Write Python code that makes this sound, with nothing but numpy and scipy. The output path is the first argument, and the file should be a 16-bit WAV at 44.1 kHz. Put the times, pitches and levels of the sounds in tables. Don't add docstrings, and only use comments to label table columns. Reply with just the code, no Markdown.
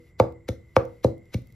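import sys
import numpy as np
from scipy import signal
from scipy.fft import rfft, irfft, next_fast_len
from scipy.io import wavfile
from scipy.ndimage import uniform_filter1d, minimum_filter1d

SR = 44100
rng = np.random.default_rng(int(sys.argv[2]) if len(sys.argv) > 2 else 0)


def master_out(mix):
    frames = np.transpose(np.atleast_2d(mix))
    ceiling = np.clip(frames, -1, 1)
    pcm = np.round(ceiling * 32767).astype(np.int16)
    wavfile.write(sys.argv[1], SR, pcm)


N = 68355
N_FFT = next_fast_len(N + SR // 2, True)
FREQ_HZ = np.fft.rfftfreq(N_FFT, 1 / SR)
TIME_S = np.arange(N) / SR

# freq_hz, gain_db
HUM_SPECTRUM = [(20, -24.5), (40, -5.5), (65, 3.5), (120, -1), (180, -9.5), (280, -19.5), (400, -15),
                (520, -22), (700, -29), (1000, -33), (1350, -32.5), (1700, -37.5), (3000, -49),
                (6500, -54.5), (7500, -35), (8700, -61), (11000, -57.5), (15000, -65)]
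# centre_hz, half_width_hz, level_db
DRONE_BANDS = [(102, 3.4, -66.5), (334.5, 7.2, -72.5), (2059, 110, -68.5)]
# time_s, level_db
RUSTLE_ENVELOPE = [(0, -75.5), (.09, -72), (.15, -90), (.42, -85), (.6, -82.5), (.72, -76), (.92, -73.5),
                   (1.2, -83), (1.3, -75), (1.55, -76)]
# freq_hz, gain_db
RUSTLE_SPECTRUM = [(800, -10), (2600, 4), (4000, 0), (7000, -4), (8600, -11.5), (10500, -3.5), (13300, -4),
                   (15500, -24)]
# contact_s, force_db, corner_hz (low = cushioned), follow_gain (+ sinks on, - rebounds),
# ring_t60_ratio, clack_db, crunch_db, crunch_rise_s (per 60 dB)
PESTLE_BLOWS = [(-0.085, -10, 895, -0.63, 0.8, -40, -36, .03),
                (0.1999, -3, 996, -0.29, 1.1, -21.5, -32.5, .027),
                (0.4878, -10, 370, -.88, .95, -34, -31, 0.021),
                (0.7656, -4, 1690, 0.09, 1.195, -20.5, -30, 0.019),
                (1.0458, -0.5, 467, .34, 0.73, -40.5, -33, 0.03),
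                (1.344, -2.5, 204, .28, .7, -32, -35, 0.039)]
# freq_hz, gain_db
KNOCK_SPECTRUM = [(25, -2.5), (45, 13), (68, 29.5), (110, 31), (160, 26), (300, 28), (395, 22), (600, 28),
                  (880, 29), (1400, 18), (1850, 14), (2450, 20.5), (2900, 8.5), (4000, 20), (8000, 17.5)]
# pitch_hz, level_db, t60_s
BOWL_MODES = [(120, -21.5, .22), (255.7, -34, 0.36), (331.5, -27, .38), (405.7, -28, 0.14),
              (480.2, -23.5, 0.31), (523, -3.5, 0.068), (536, -21.5, 0.17), (645.4, -30.5, 0.15),
              (878, -29, 0.15), (1135, -13, 0.036)]
# freq_hz, delay_s
GROUP_DELAY = [(50, 0.026), (100, 0.0106), (200, 0.00835), (350, 0.0024), (700, 0.0015), (2000, 0)]
# delay_s, gain_db
NEAR_ECHOES = [(.01, -22), (0.01, -15.5), (0.0243, -24.5), (0.0392, -20)]
# freq_hz, gain_db
CRUNCH_SPECTRUM = [(200, -2), (700, -2), (1500, -1), (2200, 0), (3000, -6.5), (4000, -3), (7000, -9.5),
                   (8500, -15), (10500, -17), (13300, -14.5), (14500, -26.5), (15700, -46.5)]
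# pitch_hz, level_db, t60_s
PESTLE_MODES = [(2231, -0.5, 0.021), (2427, -4.5, 0.008)]
# start_s, level_db
FOOD_TICKS = [(.3235, -56), (.853, -49.5), (1.18, -60), (1.256, -60), (1.42, -55.5), (1.472, -53),
              (1.503, -58.5), (1.524, -52)]
# freq_hz, gain_db
TICK_SPECTRUM = [(1000, -19), (3500, -4.5), (8500, -6.5), (13000, -2.5), (15500, -4)]
# freq_hz, t60_s
ROOM_DECAY = [(70, 0.53), (200, 0.36), (500, 0.31), (1200, 0.28), (3000, .25), (10000, 0.24)]
# freq_hz, side_db
ROOM_SIDE = [(60, -18.5), (130, -14.5), (280, -5), (1000, -0.5), (3000, -5)]
# freq_hz, gain_db
LEFT_GAIN = [(100, 0.66), (280, 1.95), (500, -1.5), (1000, 0), (2500, 2.2), (5000, 5), (9000, -0.1)]
# freq_hz, lead_rad
LEFT_PHASE = [(100, 0), (330, -.05), (470, -.45), (700, -.05), (1500, -.1), (3000, .9), (4500, 1.1),
              (6000, -.6), (8000, -3), (11000, -6), (14000, -8.3)]


def amp(db):
    return 10 ** (np.asarray(db) / 20)


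def unit_rms(x):
    return x / np.sqrt(np.mean(x ** 2) + 1e-20)


def curve(points, at_hz=FREQ_HZ):
    freq_hz, values = np.transpose(points)
    return np.interp(np.log(at_hz + 1), np.log(freq_hz + 1), values)


def filtered(x, response):
    return irfft(rfft(x, N_FFT) * response, N_FFT)[..., :N]


def minimum_phase(gain):
    cepstrum = irfft(np.log(np.maximum(gain, 1e-6)), N_FFT)
    cepstrum[1:N_FFT // 2] *= 2
    cepstrum[N_FFT // 2 + 1:] = 0
    return np.exp(rfft(cepstrum))


def delay(delay_s):
    return np.exp(-2j * np.pi * FREQ_HZ * delay_s)


def noise(gain):
    return unit_rms(filtered(rng.standard_normal(N), gain))


def stereo(mid, side):
    return np.array([mid + side, mid - side])


def in_room(x, wet_db, onset_s=0.0044):
    band_hz, frame_s, bands = signal.stft(rng.standard_normal((2, SR // 2)), SR, nperseg=256)
    decay = amp(-60 * frame_s / curve(ROOM_DECAY, band_hz)[:, None])
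    tail = signal.istft(bands * decay, SR, nperseg=256)[1]
    tail *= 1 - np.exp(-(TIME_S[:tail.shape[1]] / onset_s) ** 2)
    mid, side = filtered(x, rfft(tail / np.linalg.norm(tail[0]), N_FFT))
    return x + amp(wet_db) * stereo(mid, filtered(side, amp(curve(ROOM_SIDE))))


def background(hum_db=-55.5, side_db=-19):
    def layer():
        drones = sum(amp(db) * noise(1 / (1 + ((FREQ_HZ - hz) / half_width_hz) ** 4))
                     for hz, half_width_hz, db in DRONE_BANDS)
        return amp(hum_db) * noise(amp(curve(HUM_SPECTRUM))) + drones
    return stereo(layer(), amp(side_db) * layer())


def rustle():
    level_db = np.interp(TIME_S, *np.transpose(RUSTLE_ENVELOPE))
    return amp(level_db) * noise(amp(curve(RUSTLE_SPECTRUM)))


def contact(corner_hz, order=2.816):
    return minimum_phase(1 / np.sqrt(1 + (FREQ_HZ / corner_hz) ** (2 * order)))


def thuds(follow_hz=135, follow_s=0.0048, echo_corner_hz=1300):
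    bass_lag = np.exp(2j * np.pi * np.cumsum(curve(GROUP_DELAY)[::-1])[::-1] * FREQ_HZ[1])
    echoes = sum(amp(db) * delay(delay_s) for delay_s, db in NEAR_ECHOES)
    surfaces = 1 + echoes / (1 + (FREQ_HZ / echo_corner_hz) ** 2)
    knock = minimum_phase(amp(curve(KNOCK_SPECTRUM)))
    follow_through = contact(follow_hz) * delay(follow_s)
    age_s = TIME_S[:SR // 2]
    out = np.zeros((2, N))
    for contact_s, force_db, corner_hz, follow_gain, t60_ratio, *_ in PESTLE_BLOWS:
        ring = sum(amp(db - 60 * age_s / (t60_s * t60_ratio)) * np.cos(2 * np.pi * hz * age_s)
                   for hz, db, t60_s in BOWL_MODES)
        bowl = knock + rfft(ring, N_FFT)
        push = contact(corner_hz) + follow_gain * follow_through
        thud = irfft(bowl * push * bass_lag * surfaces * delay(contact_s), N_FFT)[:N]
        out += in_room(amp(force_db) * thud, wet_db=-14.5)
    return out


def crunch(fall_t60_s=0.017, grain_db=3.5):
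    colour = unit_rms(amp(curve(CRUNCH_SPECTRUM)))
    out = np.zeros((2, N))
    for contact_s, *_, crunch_db, rise_s in PESTLE_BLOWS:
        age_s = TIME_S - contact_s
        squeeze_db = -60 * np.maximum(-age_s / rise_s, age_s / fall_t60_s)
        flicker = unit_rms(uniform_filter1d(rng.standard_normal(N), size=30))
        grain = unit_rms(amp(grain_db * flicker))
        crackle = amp(crunch_db + squeeze_db) * grain * rng.standard_normal(N)
        out += in_room(filtered(crackle, colour), wet_db=-10.5)
    return out


def clacks(snap_relative_db=-6, snap_t60_s=0.0065):
    ring, snap_envelope = np.zeros(N), np.zeros(N)
    for contact_s, *_, clack_db, _, _ in PESTLE_BLOWS:
        age_s = np.maximum(TIME_S - contact_s, 0)
        ring += sum(amp(clack_db + db - 60 * age_s / t60_s) * np.sin(2 * np.pi * hz * age_s)
                    for hz, db, t60_s in PESTLE_MODES)
        snap_db = clack_db + snap_relative_db - 60 * age_s / snap_t60_s
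        snap_envelope += amp(snap_db) * (TIME_S >= contact_s)
    snap = snap_envelope * noise(amp(curve(CRUNCH_SPECTRUM)))
    return in_room(ring + snap, wet_db=-22)


def ticks(t60_s=0.008):
    envelope = sum(amp(db - 60 * np.abs(TIME_S - start_s) / t60_s) * (TIME_S >= start_s)
                   for start_s, db in FOOD_TICKS)
    return envelope * noise(amp(curve(TICK_SPECTRUM)))


def scene():
    mortar = thuds() + clacks() + crunch() + ticks() + rustle()
    share = np.array([[0.5], [-0.5]])
    placement = amp(share * curve(LEFT_GAIN)) * np.exp(1j * share * curve(LEFT_PHASE))
    return filtered(mortar, placement) + background()


def record(dry, ceiling=0.93, window_samples=133, cutoff_hz=15700):
    needed_gain = ceiling / np.maximum(np.abs(dry).max(axis=0), ceiling)
    gain = uniform_filter1d(minimum_filter1d(needed_gain, window_samples), window_samples)
    return filtered(dry * gain, FREQ_HZ < cutoff_hz)


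dry = scene()
out = record(dry)
master_out(out)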